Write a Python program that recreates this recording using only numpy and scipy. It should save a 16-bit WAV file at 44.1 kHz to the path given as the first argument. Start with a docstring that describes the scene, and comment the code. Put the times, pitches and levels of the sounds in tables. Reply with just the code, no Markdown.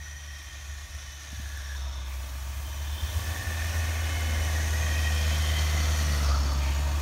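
"""An open snowfield with no echo, a phone microphone, a four-cylinder diesel car some way off in deep snow.
It ploughs closer, exhaust booming at the firing rate, engine clattering, tyres packing and throwing snow.
At 1.8 s the driver eases off and the turbo whistle sinks into hearing. Around 3 s the wheels slip and
the body shudders; engine resonances sing up and fade, and from 4.6 s the car is close. At 6.2 s the
driver eases off again as the car draws level and a front wheel churns past the microphone."""
import sys
import numpy as np
from scipy import signal
from scipy.fft import rfft, irfft, next_fast_len
from scipy.io import wavfile

SR = 44100
rng = np.random.default_rng(int(sys.argv[2]) if len(sys.argv) > 2 else 0)


def master_out(mix):
    """Clip the mix to full scale and print it as 16-bit PCM to the path in sys.argv[1]."""
    frames = np.transpose(np.atleast_2d(mix))
    ceiling = np.clip(frames, -1, 1)
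    pcm = np.round(ceiling * 32767).astype(np.int16)
    wavfile.write(sys.argv[1], SR, pcm)


N = 309141
TIME = np.arange(N) / SR

# the car's nearness to the microphone: t/s, level/dB
NEARNESS = [(0, -22), (1.2, -20), (1.9, -14), (2.8, -11), (3.3, -5.5), (4.6, -1), (6.1, -1), (7.01, -1.5)]
# engine speed: t/s, firing rate/Hz
FIRING_RATE = [(0, 73.4), (.5, 71.12), (1.4, 70.6), (1.8, 67.74), (2.02, 65.73), (2.35, 66.08),
               (3.05, 74.57), (3.35, 79.8), (3.75, 80.9), (4.15, 79), (4.95, 76.73), (6, 76), (6.3, 69.92),
               (6.68, 69.23), (7.01, 73.36)]
# the driver eases off: lift t/s, press t/s, boost back t/s; whistle floor f/Hz, start and end level/dB
THROTTLE_LIFTS = [(1.78, 2.04, 3.07, 12000, -71, -57), (6.24, 6.6, 7.06, 13650, -67.5, -63)]

# spectra of the noisy layers: f/Hz, relative level/dB
RUMBLE_SPECTRUM = [(20, -17), (30, -22), (38, -3), (55, 7), (70, 2.5), (110, -3), (200, -24.5), (340, -22),
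                   (460, -43), (2000, -55)]
SHUDDER_SPECTRUM = [(45, -31), (65, -12), (80, 12.5), (94, 10.5), (112, 4.5), (150, -35), (250, -26)]
PACKING_SPECTRUM = [(90, 9), (140, 7.5), (230, -1), (330, 0.5), (440, -6), (540, 2), (660, 3), (830, -8),
                    (1300, -7), (3000, -33)]
SPRAY_SPECTRUM = [(1200, 2.5), (2400, 5), (2780, -1.5), (3100, 4.5), (3700, 4.5), (4200, 0.5), (4500, -0.5),
                  (4850, -1), (5400, 2), (6000, 5.5), (6700, -1.5), (7400, -9.5), (8800, -11),
                  (10400, -3.5), (12000, -33), (16000, -42)]
INTAKE_SPECTRUM = [(3000, -9), (6500, -10), (7300, 2), (7950, 0.5), (8700, 6), (9800, -0.5), (10450, 3),
                   (11200, 3.5), (13000, 1.5), (13800, -1), (16000, -5)]
THIN_HISS_SPECTRUM = [(6000, -13), (11000, -11.5), (13500, -11), (15000, -12), (16000, -6.5)]
CLATTER_SPECTRUM = [(200, -24), (430, -26), (600, 5.5), (950, 8), (1150, 1.5), (1370, -1), (1600, 7.5),
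                    (2000, 5), (2300, -15), (2550, 8), (2780, -4.5), (3100, -25), (3800, -0.5),
                    (7000, -3.5), (15000, -42)]

# shudders as the wheels slip: t/s, half length/s, level/dB
WHEEL_SLIPS = [(1.442, 0.11, -47), (2.605, 0.16, -45), (3.23, 0.3, -38), (3.76, 0.13, -41)]
# snow thrown by the wheels: t/s, relative level/dB
SPRAY_LEVEL = [(0, -55.5), (1.2, -53.5), (2.6, -58.5), (3.6, -49), (4.4, -50), (5.6, -44), (6.3, -47.5),
               (6.5, -51.5), (7.01, -59)]
# soft thumps: t/s, f/Hz, peak level/dB
SOFT_THUMPS = [(1.332, 191, -36), (1.399, 177, -34.5), (2.598, 159.3, -42)]

# modes of thin metal parts: f/Hz, width/Hz, relative level/dB
METAL_MODES = [(2110, 69, -2.5), (2595, 67, -1.5), (3496, 70, -1), (3798, 86, -2.5), (4340, 62, -3.5),
               (5040, 60, -5), (5400, 80, -2.5), (5725, 64, 0), (6310, 76, 0), (6500, 59, -4),
               (6790, 90, -2), (7480, 370, -6.5)]
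# modes of the block and its covers: f/Hz, width/Hz, relative level/dB
BLOCK_MODES = [(725, 160, -1), (964, 230, -1), (1116, 106, 2.5), (1233, 74, -19), (1490, 85, 1.5),
               (1760, 180, -5.5), (1860, 21, -6), (2103, 46, -6.5), (2420, 155, 0), (2567, 320, -7.5),
               (2960, 220, 3), (3157, 250, 1.5), (3515, 63, -5), (3730, 290, -11), (6000, 230, -6),
               (6770, 500, -2.5)]
# the engine's whine under boost: t/s, f/Hz, level/dB
BOOST_WHINE = [(0, 1880, -49), (.8, 1860, -53), (1.15, 1841, -57), (1.45, 1725, -50), (1.75, 1681, -47),
               (1.92, 1710, -65), (2.75, 1690, -56.5), (3.15, 1785, -50), (3.35, 1785, -43),
               (3.65, 1820, -42), (4.2, 1796, -46.5), (4.7, 1913, -41), (5.05, 1897, -39),
               (5.25, 1853, -43), (5.8, 1870, -47), (6.12, 1944, -41), (6.4, 1900, -65)]
# engine resonances that swell in turn as the car moves: t/s, half length/s, f/Hz, width/Hz, level/dB
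SINGING_SWELLS = [(0.127, 0.17, 5900, 180, -52), (0.405, 0.37, 3150, 120, -57), (.45, 0.56, 2450, 70, -61),
                  (0.703, 0.22, 6720, 300, -57), (1.147, 0.27, 2995, 60, -58.5), (1.3, 0.95, 5870, 70, -59),
                  (1.35, 0.52, 6460, 300, -57), (1.5, 0.34, 3780, 110, -63),
                  (1.873, 0.27, 3600, 280, -52.5), (2.73, 0.12, 5950, 254, -54),
                  (2.95, 0.45, 930, 64.38, -55.5), (2.982, 0.38, 3100, 129.9, -50.5),
                  (3.03, 0.25, 3530, 90, -50), (3.807, 0.45, 6330, 600, -54), (3.901, 0.55, 2488, 220, -48),
                  (4.18, 0.49, 2135, 100, -45), (4.325, 0.55, 3000, 109, -48),
                  (4.504, 0.65, 1720, 70.07, -47.5), (4.55, 0.46, 5950, 300, -50.5),
                  (4.76, 0.26, 6324, 110, -47), (5.08, 0.39, 2510, 150, -44.5), (5.2, .3, 5465, 170, -51),
                  (5.296, 0.26, 5037, 59.7, -51), (5.17, 0.33, 3150, 95, -43),
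                  (5.525, 0.15, 3116, 100, -41.5), (5.87, 0.16, 3120, 100, -46), (5.5, .5, 3470, 150, -53),
                  (5.648, 0.48, 2014, 125, -43), (5.6, .22, 11970, 280, -58),
                  (5.85, 0.24, 6600, 220, -48.5), (5.9, 0.5, 1304, 200, -48), (6.005, 0.32, 5840, 400, -45),
                  (6, 0.95, 4410, 300, -47.5), (6.308, 0.094, 4690, 400, -43),
                  (6.33, 0.057, 1246, 190, -43), (6.523, 0.17, 4610, 130, -48.5),
                  (6.533, 0.089, 1230, 170, -48), (6.401, 0.24, 6520, 350, -53),
                  (6.65, 0.51, 920, 64.4, -48.5)]
# knocks as the throttle shuts: f/Hz, width/Hz, close-up level/dB, crest after the lift/s, half length/s
OVERRUN_KNOCKS = [(667, 180, -42.5, 0.08, 0.084), (1000, 115, -45, 0.15, 0.3),
                  (1240, 300, -43.5, 0.056, 0.16), (1200, 190, -47.5, 0.65, 0.43),
                  (5390, 130, -44.5, 0.12, 0.24)]
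# how hard each cylinder drives the resonances, in firing order: relative level/dB
CYLINDER_BALANCE = [1, -.5, .5, -1.5]

# exhaust tone at the firing rate: t/s, relative level/dB
BOOM_LEVEL = [(0, -39.5), (.5, -41), (1.28, -40.5), (1.46, -34), (2.7, -32.5), (3.3, -28.5), (4, -27),
              (5, -24), (6, -23.5), (7.01, -25)]
# its octave: t/s, level/dB
OCTAVE_LEVEL = [(0, -58.5), (.7, -68.5), (2.6, -65), (4.3, -60), (4.8, -48.5), (5.4, -45.5), (6.6, -41),
                (7.01, -48)]
# surges and dropouts of the boom: t/s, half length/s, gain/dB
BOOM_SURGES = [(0.503, 0.013, -10), (0.718, 0.047, 8), (.885, .025, -11), (0.96, 0.02, 7), (1.85, 0.094, 2),
               (2.93, 0.027, 3), (2.993, 0.027, -17), (3.039, 0.02, 7), (3.083, .013, -7),
               (3.135, 0.015, -14), (3.168, 0.014, 6), (3.194, .012, -14), (3.35, 0.017, -18),
               (3.436, 0.036, -18), (3.48, 0.016, 7.5), (3.744, 0.013, -11), (6.318, 0.057, 3.5)]
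# exhaust growl: multiple of the firing rate, relative level/dB on boost, relative level/dB off boost
GROWL_OVERTONES = [(2.75, -54, -62), (3, -54, -60), (3.25, -61, -56), (3.75, -55.5, -59), (4, -61, -61),
                   (4.25, -70, -58), (4.5, -67, -58), (4.75, -58, -64), (5.25, -60, -64), (6, -61, -72),
                   (6.5, -56.5, -72), (6.75, -58.5, -72), (7, -60.5, -72), (7.25, -57.5, -72),
                   (8, -58, -60), (8.25, -60, -64), (8.75, -59.5, -57), (9, -57.5, -65), (9.5, -54.5, -62),
                   (10, -63, -67), (13, -66, -59), (13.5, -68, -59), (14.5, -61.5, -68)]


def undb(db):
    """Decibels to gain."""
    return np.exp(np.asarray(db) * (np.log(10) / 20))


def curves(table):
    """Each column of a table as a line through time."""
    times, *columns = np.transpose(table)
    return [np.interp(TIME, times, column) for column in columns]


def unit(x):
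    """Scale to rms 1."""
    return x / (np.sqrt(np.dot(x, x) / len(x)) + 1e-12)


def noise():
    """White noise."""
    return rng.standard_normal(N)


def walk(per_s, t=TIME):
    """A random drift that turns about per_s times a second; rms 1."""
    knots = rng.standard_normal(4096)
    return unit(np.interp(t * per_s, np.arange(len(knots)), knots))


def grains(per_s, spread_db):
    """Random clicks of uneven size; rms 1."""
    hits = rng.random(N) < per_s / SR
    return unit(hits * noise() * undb(spread_db * np.minimum(rng.exponential(size=N), 4)))


def swell(s, half_s, t=TIME):
    """A smooth rise to 1 at time s, and its fall."""
    return np.exp(-((t - s) / half_s) ** 2) * (np.abs(t - s) < 4 * half_s)


def held(start_s, attack_s, end_s, release_s):
    """Attack from start_s, hold at 1, release from end_s."""
    return np.clip((TIME - start_s) / attack_s, 0, 1) * np.clip(1 - (TIME - end_s) / release_s, 0, 1)


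def colour(x, points, band_hz=(0, SR)):
    """Filter by a spectrum that falls away below its first point; the given band comes out at rms 1."""
    size = next_fast_len(N, True)
    f = np.arange(1, size // 2 + 2) * SR / size
    hz, db = np.transpose(points)
    gain = undb(np.interp(np.log(f), np.log(hz), db)) * np.minimum(f / hz[0], 1) ** 2
    spectrum = rfft(x, size) * gain
    in_band = (f > band_hz[0]) & (f < band_hz[1])
    band_rms = np.linalg.norm(spectrum[in_band]) * np.sqrt(2 / (size * N))
    return irfft(spectrum, size)[:N] / band_rms


def mode(x, hz, width_hz):
    """A resonance of steady pitch, gain 1 at its centre."""
    return signal.lfilter(*signal.iirpeak(hz, hz / width_hz, fs=SR), x)


def steep_mode(x, hz, width_hz):
    """The same resonance twice over, for steeper flanks; rms 1."""
    return unit(mode(mode(x, hz, width_hz), hz, width_hz))


def resonance(x, hz, width_hz):
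    """Ring x through a resonance whose centre moves along hz; rms 1."""
    carrier = np.exp(2j * np.pi * np.cumsum(hz) / SR)
    lowpass = signal.butter(2, width_hz / 2, fs=SR, output="sos")
    return unit(np.real(signal.sosfilt(lowpass, x / carrier) * carrier))


def wavering(force, hz, width_hz, t=TIME):
    """A resonance that wavers slightly in pitch."""
    return resonance(force, hz * (1 + .0045 * walk(14, t)), width_hz)


def flare(force, s, half_s, hz, width_hz, db):
    """One wavering, fluttering resonance that swells to db at time s and fades."""
    out = np.zeros(N)
    span = np.abs(TIME - s) < 3 * half_s
    t = TIME[span]
    fluttering = wavering(force[span], hz, width_hz, t) * undb(1.2 * walk(60, t))
    out[span] = unit(fluttering) * undb(db) * swell(s, half_s, t)
    return out


def bounced(x, share, longest_s, drift_s):
    """Short reflections between underbody, wheels and snow; their paths drift as the car moves."""
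    out = x
    for lag_s in np.linspace(longest_s / 4, longest_s, 4):
        path_s = lag_s * rng.uniform(.85, 1.15) + drift_s * walk(.8)
        out = out + share * np.interp(TIME - path_s, TIME, x)
    return out


def approach(close_db, slope):
    """Gain of a part as it nears the microphone; the lower the slope, the farther it carries."""
    return undb(close_db + slope * curves(NEARNESS)[0])


def throttle(close_s=.071, open_s=.057, spool_s=.25):
    """Two controls, 0-1: how far the throttle is shut, and how far the boost is lost."""
    shut = sum(held(lift, close_s, press, open_s) for lift, press, *_ in THROTTLE_LIFTS)
    lost = sum(held(lift, close_s, back - spool_s / 2, spool_s) for lift, _, back, *_ in THROTTLE_LIFTS)
    return shut, lost


def firing_pulses(cycles, decay, steady, scatter_db):
    """Envelope that jumps at each firing and decays towards a steady floor; no two firings alike."""
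    strength = undb(scatter_db * rng.standard_normal(1024))[cycles.astype(int)]
    return unit(steady + strength * np.exp(-(cycles % 1) / decay))


def repeating(cycles, firings):
    """A rough waveform that comes back after so many firings."""
    pattern = rng.standard_normal(firings * 600)
    return unit(np.interp(cycles / firings % 1 * len(pattern), np.arange(len(pattern)), pattern))


def rattle(cycles):
    """Injectors repeat every firing and valve gear every four; combustion is new each time."""
    force = .25 * repeating(cycles, firings=1) + .72 * repeating(cycles, firings=4) + 1.2 * noise()
    return force * firing_pulses(cycles, decay=.55, steady=1, scatter_db=2)


def body():
    """The car's body rumbles from far off, and shudders harder as the wheels slip."""
    slipping = sum(undb(db) * swell(s, half_s) for s, half_s, db in WHEEL_SLIPS)
    shudder = colour(noise(), SHUDDER_SPECTRUM) * np.hypot(slipping, approach(-45, slope=.72))
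    rumble = colour(noise(), RUMBLE_SPECTRUM) * approach(-42.5, slope=.33)
    return shudder + rumble


def thumps(half_s=.0031):
    """Dull knocks of little more than one cycle."""
    return sum(undb(db) * swell(s, half_s) * np.cos(2 * np.pi * hz * (TIME - s))
               for s, hz, db in SOFT_THUMPS)


def tyres():
    """Snow crunches under the treads and is flung against the wheel arches."""
    crunch = grains(2600, spread_db=2.5) * undb(.5 * walk(30))
    packing = colour(crunch, PACKING_SPECTRUM, band_hz=(200, 800)) * approach(-47, slope=.86)
    flakes = (noise() + .39 * grains(3500, spread_db=4.5)) * undb(.89 * walk(35) + walk(150))
    flakes = bounced(flakes, share=.36, longest_s=.011, drift_s=.00008)
    spray = colour(flakes, SPRAY_SPECTRUM, band_hz=(3900, 5300)) * undb(curves(SPRAY_LEVEL)[0] - 4)
    return packing + spray


def front_wheel():
    """The front wheel churns past the microphone, deep and dull."""
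    churn = resonance(grains(830, spread_db=1), hz=np.full(N, 218), width_hz=170)
    return churn * undb(-47.5) * swell(6.5, half_s=.9)


def intake(cycles, shut, boost_lost):
    """Air hisses into the turbo, softer off boost; a thin hiss lingers after the first lift."""
    air = noise() * firing_pulses(cycles, decay=.29, steady=2.4, scatter_db=5)
    air += .21 * grains(1500, spread_db=-3)
    air = bounced(air, share=.22, longest_s=.004, drift_s=.0002)
    hiss = colour(air, INTAKE_SPECTRUM, band_hz=(11000, 15000)) * approach(-50.5, slope=.62)
    lift_s = THROTTLE_LIFTS[0][1]  # the first lift ends here
    lingering = held(lift_s, attack_s=.057, end_s=lift_s + .99, release_s=2.3)
    thin = colour(noise(), THIN_HISS_SPECTRUM) * undb(-49) * lingering
    return hiss * undb(-2.5 * shut - 5 * boost_lost) + thin


def swish(boost_lost, start_s=.885, every_s=.67, fade_s=.17, climb_hz_per_s=2200):
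    """A narrow band of intake hiss climbs in pitch as it swells and fades, over and over."""
    age = (TIME - start_s) % every_s
    envelope = age / fade_s * np.exp(1 - age / fade_s)
    band = resonance(noise(), hz=5370 + climb_hz_per_s * age, width_hz=410)
    return band * envelope * approach(-53, slope=.082) * undb(-5 * boost_lost)


def turbo_whistle(top_hz=15750, spin_down_s=.15, climb_hz_per_s=7000, turn_hz=450):
    """The whistle sinks into hearing as the throttle eases and climbs away as the boost returns."""
    out = np.zeros(N)
    for lift, _, back, floor_hz, start_db, end_db in THROTTLE_LIFTS:
        span = (TIME > lift) & (TIME < back)
        t = TIME[span]
        sinking_hz = floor_hz + (top_hz - floor_hz) * np.exp((lift - t) / spin_down_s)
        climbing_hz = top_hz - climb_hz_per_s * (back - t)
        hz = turn_hz * np.logaddexp(sinking_hz / turn_hz, climbing_hz / turn_hz)  # a rounded maximum
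        progress = (t - lift) / (back - lift)
        gain = undb(start_db + (end_db - start_db) * progress ** 2)
        gain *= np.interp(hz, (12050, 13200), (0, 1))  # fades out at its lowest pitches
        out[span] += resonance(noise()[span], hz, width_hz=280) * gain
    return out


def ringing(cycles, boost_lost):
    """The rattle keeps thin metal parts ringing in narrow tones that carry far, softer off boost."""
    force = rattle(cycles) + 2 * noise()
    tones = sum(undb(db) * steep_mode(force, hz, width_hz) for hz, width_hz, db in METAL_MODES)
    return tones * approach(-54.5, slope=.51) * undb(-3 * boost_lost)


def whine(force, natural_hz=1840, pull_hz=120):
    """The engine's whine is narrow at its natural pitch and turns to a rasp when pulled below it."""
    hz, db = curves(BOOST_WHINE)
    pulled = np.clip((natural_hz - hz) / pull_hz, 0, 1)
    narrow = wavering(force, hz, width_hz=103)
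    rasp = wavering(force, hz, width_hz=200)
    return ((1 - pulled) * narrow + pulled * rasp) * undb(db)


def overrun(force, rasp_s=.088):
    """Resonances knock when the throttle shuts and rasp as it opens again."""
    knock = sum(flare(force, lift + lag_s, half_s, hz, width_hz, db)
                for hz, width_hz, db, lag_s, half_s in OVERRUN_KNOCKS for lift, *_ in THROTTLE_LIFTS)
    rasp = sum(flare(force, press + rasp_s, rasp_s, hz=2370, width_hz=470, db=-42.5)
               for _, press, *_ in THROTTLE_LIFTS)
    return (knock + rasp) * approach(0, slope=.85)


def singing(cycles):
    """The engine's narrow resonances sing up in turn and throb with its four unequal cylinders."""
    force = rattle(cycles) + noise()
    tones = whine(force) + sum(flare(force, *row) for row in SINGING_SWELLS) + overrun(force)
    cylinder = unit(undb(CYLINDER_BALANCE)[cycles.astype(int) % 4])
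    return tones * cylinder * firing_pulses(cycles, decay=.5, steady=1.6, scatter_db=1)


def clatter(cycles, shut):
    """The rattle rings the block's modes and radiates broadly from the engine bay."""
    force = bounced(rattle(cycles), share=.56, longest_s=.014, drift_s=.00006)
    # each mode beams its own way, so it waxes and wanes at the microphone
    block = sum(undb(db + 2 * walk(1.505)) * steep_mode(force, hz, width_hz)
                for hz, width_hz, db in BLOCK_MODES)
    bay = colour(rattle(cycles), CLATTER_SPECTRUM, band_hz=(1000, 1500))
    return (undb(-1) * block + bay) * approach(-52.5, slope=.73) * undb(-2 * shut)


def exhaust(cycles, boost_lost):
    """A nearly pure boom surges and dips as the wheels grip and slip; close up its growl comes through."""
    surge_db = sum(db * swell(s, half_s) for s, half_s, db in BOOM_SURGES)
    boom_db = curves(BOOM_LEVEL)[0] - 2 + surge_db + .15 * walk(22)
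    boom = undb(boom_db) * np.sin(2 * np.pi * cycles)
    octave = undb(curves(OCTAVE_LEVEL)[0] + walk(9)) * np.sin(4 * np.pi * cycles)
    growl = np.zeros(N)
    for multiple, on_db, off_db in GROWL_OVERTONES:
        gain = undb(on_db) * (1 - boost_lost) + undb(off_db) * boost_lost
        flutter = 1 + .4 * walk(10)
        growl += gain * flutter * np.sin(2 * np.pi * (multiple * cycles + rng.random()))
    return np.sqrt(2) * (boom + octave + growl * approach(.43, slope=1.28))


def scene():
    """One crankshaft times the engine, one throttle loads it; the car is alike in both channels."""
    firing_hz = curves(FIRING_RATE)[0] * (1 + .002 * walk(25))
    cycles = np.cumsum(firing_hz) / SR
    shut, boost_lost = throttle()
    engine = exhaust(cycles, boost_lost) + ringing(cycles, boost_lost)
    engine += clatter(cycles, shut) + singing(cycles)
    turbo = intake(cycles, shut, boost_lost) + swish(boost_lost) + turbo_whistle()
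    car = engine + turbo + tyres() + body() + front_wheel() + thumps()
    return np.array([car, car])


def record(dry):
    """The phone's microphone has a dip in the treble; the top is cut."""
    heard = dry - .57 * mode(dry, hz=10470, width_hz=640)
    top_cut = signal.ellip(12, .1, 80, 15700, fs=SR, output="sos")
    return signal.sosfilt(top_cut, heard)


dry = scene()
out = record(dry)
master_out(out)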